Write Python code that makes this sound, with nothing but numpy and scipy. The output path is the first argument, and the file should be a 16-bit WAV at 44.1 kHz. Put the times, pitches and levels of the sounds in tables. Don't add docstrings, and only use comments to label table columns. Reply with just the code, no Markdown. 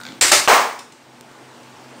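import sys
import numpy as np
from scipy import signal
from scipy.fft import rfft, irfft, next_fast_len
from scipy.io import wavfile
from scipy.ndimage import uniform_filter1d, minimum_filter1d

SR = 44100
rng = np.random.default_rng(int(sys.argv[2]) if len(sys.argv) > 2 else 0)


def volts_from_decibels(level):
    exponent = np.asarray(level, float) / 20
    return 10 ** exponent


def master(y):
    cut = np.clip(np.atleast_2d(y).T, -1, 1)
    pcm = np.round(cut * 32767)
    wavfile.write(sys.argv[1], SR, pcm.astype(np.int16))


N = 88200


def unit(x):
    return x / np.sqrt(np.mean(x ** 2) + 1e-20)


def along(points, hz):
    f, v = np.transpose(points)
    return np.interp(np.log(hz + 1), np.log(f + 1), v)


def coloured(x, points):
    m = 2 * next_fast_len(len(x) // 2 + 4096)
    gain = volts_from_decibels(along(points, np.fft.rfftfreq(m, 1 / SR)))
    cepstrum = irfft(np.log(np.maximum(gain, 1e-6)), m)
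    cepstrum[1:m // 2] *= 2
    cepstrum[m // 2 + 1:] = 0
    h = np.exp(rfft(cepstrum))
    size = np.abs(h)
    return irfft(rfft(x, m) * unit(size) * h / size, m)[:len(x)]


def placed(x, start_s):
    return np.pad(x, (round(start_s * SR), N))[:N]


# (frequency [Hz], t60 [s])
ROOM_DECAY = [(120, 0.38), (250, 0.59), (500, 0.38), (1000, 0.46), (2500, 0.42), (6000, 0.42),
              (14000, 0.41)]
ROOM_BUILD_S = 0.004


def in_room(x, wet_db):
    hz, t, z = signal.stft(rng.standard_normal(SR), SR, nperseg=256)
    decay = volts_from_decibels(-60 * t / along(ROOM_DECAY, hz)[:, None])
    tail = signal.istft(z * decay, SR, nperseg=256)[1]
    tail *= 1 - np.exp(-(np.arange(len(tail)) / SR / ROOM_BUILD_S) ** 2)
    tail /= np.linalg.norm(tail)
    return x + volts_from_decibels(wet_db) * signal.fftconvolve(x, tail)[:len(x)]


# (frequency [Hz], relative level [dB per Hz])
AIR_SPECTRUM = [(18, -45), (30, -42), (70, -26.5), (121, -13.5), (190, -14.5), (245, -8), (300, -9),
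                (870, -12.5), (2000, -18), (6200, -27), (9500, -30), (12000, -32), (16000, -28.5)]
# (frequency [Hz], level [dB])
HUM_LINES = [(129.2, -56), (242.2, -52.5), (333.8, -60), (710.6, -62), (834.4, -62), (888.2, -57)]
AIR_RMS_DB, AIR_PATCHY_DB = -45, 1.5
HUM_WIDTH_HZ, HUM_STEADY_SHARE = 5.7, 0.75


def room_tone():
    z = signal.stft(rng.standard_normal(N), nperseg=512)[2]
    patches = uniform_filter1d(rng.standard_normal(z.shape), 5, 0)
    patches = uniform_filter1d(patches, 10, 1)
    noise = signal.istft(z * volts_from_decibels(AIR_PATCHY_DB * unit(patches)), nperseg=512)[1][:N]
    out = volts_from_decibels(AIR_RMS_DB) * unit(coloured(noise, AIR_SPECTRUM))
    t, f = np.arange(N) / SR, np.fft.rfftfreq(N, 1 / SR)
    for hz, db in HUM_LINES:
        line_gain = 1 / (1 + ((f - hz) / HUM_WIDTH_HZ) ** 2)
        waver = unit(irfft(rfft(rng.standard_normal(N)) * line_gain, N))
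        steady = np.sqrt(2) * np.sin(2 * np.pi * (hz * t + rng.random()))
        out += volts_from_decibels(db) * ((1 - HUM_STEADY_SHARE) * waver + HUM_STEADY_SHARE * steady)
    return out


# (time [s], level [dB], gain of modes above 2 kHz [dB])
PULLEY_TICKS = [(.0014, -29, -21), (0.013, -31.5, 4), (0.0342, -28.5, 4), (.0518, -31, 8),
                (0.0653, -31.5, 11.5), (0.0775, -37, 11), (0.0872, -38, 15.5), (0.1208, -41, 14)]
# (frequency [Hz], relative level [dB], t60 [s])
FRAME_MODES = [(1480, 1, .016), (2200, -6, .008), (2900, -10, .006), (3550, -5, .009), (4250, -4, .008),
               (5100, -9, .006), (5900, -11, .006), (6900, -11, .007)]
# (time [s], level [dB])
TABLE_KNOCKS = [(0.091, -29), (0.103, -24), (0.12, -26), (0.129, -33)]
TICK_ROOM_DB = -4
KNOCK_HZ, KNOCK_T60_S = 272, 0.03


def pulley():
    t, out = np.arange(SR // 10) / SR, np.zeros(N)
    for start_s, db, upper_db in PULLEY_TICKS:
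        ring = np.zeros(len(t))
        for hz, mode_db, t60_s in FRAME_MODES:
            ring_db = mode_db + upper_db * (hz > 2000) + rng.normal(0, 0.67) - 60 * t / t60_s
            ring += volts_from_decibels(ring_db) * np.sin(2 * np.pi * hz * rng.normal(1, 0.063) * t)
        click = 0.24 * volts_from_decibels(-60 * t / 0.032) * np.diff(rng.standard_normal(len(t) + 1))
        attack = np.clip(t / 0.00095, 0, 1)
        out += placed(volts_from_decibels(db) * (ring + click) * attack, start_s)
    for start_s, db in TABLE_KNOCKS:
        attack = 1 - np.exp(-t * KNOCK_HZ)
        knock = volts_from_decibels(db - 60 * t / KNOCK_T60_S) * np.sin(2 * np.pi * KNOCK_HZ * t) * attack
        out += placed(knock, start_s)
    return in_room(out, TICK_ROOM_DB)


# (time [s], rattle level [dB], rattle length [s], rattle fade [dB],
#               thump peak [dB], thump t60 [s], thump tilt [dB per octave])
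CUP_CRASHES = [(0.2105, -6.5, 0.11, 8, 3, 0.18, 6), (0.3153, 2.5, 0.092, 14.5, 10, 0.089, -1)]
# (frequency [Hz], relative level [dB per Hz])
RATTLE_SPECTRUM = [(25, -20.5), (100, -21.5), (200, -18.5), (360, -9.5), (520, -12), (700, -15.5),
                   (1030, -5.5), (1450, -7.5), (2100, -3.5), (3200, -8.5), (5000, -6.5), (8300, -8),
                   (16000, -15)]
# (frequency [Hz], width [Hz], relative level [dB])
THUMP_MODES = [(377, 66, -10.5), (578, 28, 1.5), (736, 106, 2), (870, 50, -0.5), (1366, 100, 0),
               (1954, 140, -7), (2300, 130, -10), (4290, 270, -8.5), (7460, 410, -5)]
RATTLE_HITS_PER_S, RATTLE_SPREAD_DB = 14000, 0.4
BLOW_DB, BLOW_T60_S = -1, 0.043
CRASH_ROOM_DB = -6.5


def cup():
    out, t, f = np.zeros(N), np.arange(SR) / SR, np.fft.rfftfreq(SR, 1 / SR)
    body = 0
    for k, (hz, width_hz, db) in enumerate(THUMP_MODES):
        damping = 1j * f * width_hz
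        body = body + (-1) ** k * volts_from_decibels(db) * damping / (hz * hz - f * f + damping)
    for start_s, db, length_s, fade_db, thump_db, t60_s, tilt_db in CUP_CRASHES:
        hits = (rng.random(SR) < RATTLE_HITS_PER_S / SR) * rng.standard_normal(SR)
        hits = hits * volts_from_decibels(RATTLE_SPREAD_DB * rng.standard_normal(SR))
        fade = volts_from_decibels(-fade_db * t / length_s) * np.clip((length_s - t) / 0.005, 0, 1)
        blow = volts_from_decibels(BLOW_DB - 60 * t / BLOW_T60_S)
        attack = np.clip(t / 0.0029, 0, 1)
        rattle = volts_from_decibels(db) * coloured(unit(hits) * (fade + blow) * attack, RATTLE_SPECTRUM)
        tilt = volts_from_decibels(tilt_db * np.log2(f / 1000 + 0.15))
        thump = irfft(rfft(rng.standard_normal(SR) * volts_from_decibels(-60 * t / t60_s)) * body * tilt, SR)
        thump *= volts_from_decibels(thump_db) / np.abs(thump).max()
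        out += placed(in_room(rattle + thump, CRASH_ROOM_DB), start_s)
    return out


# (frequency [Hz], t60 [s])
SNAP_MODES = [(2700, .005), (1200, .007)]
# (frequency [Hz], relative level [dB per Hz])
BURST_SPECTRUM = [(25, -29), (100, -34), (190, -28.5), (240, -14.5), (290, -17.5), (400, -7), (520, -3),
                  (800, 1), (1130, 1.5), (1300, -4), (2200, -6.5), (3200, -14), (6300, -16.5), (9500, -21),
                  (12000, -20), (14000, -19.5), (16000, -9.5)]
POP_S, POP_DB, POP_ROOM_DB, SNAP_DB = 0.4762, 14, 28.5, 18.5


def balloon():
    t = np.arange(SR) / SR
    snap = sum(volts_from_decibels(SNAP_DB - 60 * t / t60_s) * np.sin(-2 * np.pi * hz * t) for hz, t60_s in SNAP_MODES)
    snap = signal.sosfilt(signal.butter(1, 200, 'high', fs=SR, output='sos'), snap)
    pulse = volts_from_decibels(POP_DB) * coloured(1. * (t == 0), BURST_SPECTRUM)
    return placed(snap + in_room(pulse, POP_ROOM_DB), POP_S)


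# (time [s], level before a common gain [dB])
LOOSE_TAPS = [(0.7893, -30), (0.9205, -42.5), (1.6306, -54)]
# (frequency [Hz], relative level [dB per Hz])
TAP_SPECTRUM = [(500, -18), (2500, -2), (4600, 1.5), (7500, -1), (10000, -5), (16000, -12)]
TAP_GAIN_DB, TAP_T60_S, TAP_ROOM_DB = 6.5, 0.045, -3


def taps():
    t, out = np.arange(SR // 2) / SR, np.zeros(N)
    envelope = volts_from_decibels(-60 * t / TAP_T60_S) * np.clip(t / 0.0024, 0, 1)
    for start_s, db in LOOSE_TAPS:
        crack = coloured(rng.standard_normal(len(t)) * envelope, TAP_SPECTRUM)
        out += placed(in_room(volts_from_decibels(db + TAP_GAIN_DB) * crack, TAP_ROOM_DB), start_s)
    return out


def scene():
    return (pulley() + cup() + taps() + balloon() + room_tone())[None]


def roll_off(x):
    return signal.sosfilt(signal.butter(12, 16650, fs=SR, output="sos"), x)


# (frequency [Hz], relative gain [dB])
MIC_RESPONSE = [(9000, 1), (10300, -8), (15600, -9.5), (16000, -37), (16400, -100)]
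DUCK_FROM_DB, DUCK_DB_PER_DB, DUCK_BACK_S, DUCK_AHEAD_S = -20, 0.42, 0.63, 0.01
CEILING_DB, LOOKAHEAD_S, LIMIT_BACK_DB_PER_S = 3, 0.004, 204
CLIP_KNEE, BAND_HZ = 3.6, 16000


def record(dry):
    t, x = np.arange(N) / SR, coloured(dry[0], MIC_RESPONSE)

    level_db = 10 * np.log10(np.abs(uniform_filter1d(x ** 2, 441)) + 1e-12)
    level_db = -minimum_filter1d(-level_db, 2 * round(DUCK_AHEAD_S * SR) + 1)
    duck_db = DUCK_DB_PER_DB * np.maximum(level_db - DUCK_FROM_DB, 1e-3)
    held = np.maximum.accumulate(np.log(duck_db) + t / DUCK_BACK_S)
    x = x * volts_from_decibels(-np.exp(held - t / DUCK_BACK_S))

    over_db = np.maximum(20 * np.log10(np.abs(x) + 1e-9) - CEILING_DB, 0)
    size = max(round(LOOKAHEAD_S * SR), 1)
    release_db = LIMIT_BACK_DB_PER_S * t
    ahead_db = -minimum_filter1d(-over_db, 2 * size + 1) + release_db
    cut_db = uniform_filter1d(np.maximum.accumulate(ahead_db) - release_db, size)
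    x = x * volts_from_decibels(-cut_db)

    clipped = x / (1 + np.abs(x) ** CLIP_KNEE) ** (1 / CLIP_KNEE)
    in_band = np.fft.rfftfreq(N, 1 / SR) < BAND_HZ
    mix = irfft(rfft(clipped) * in_band, N)[None]
    return roll_off(mix)


dry = scene()
out = record(dry)
master(out)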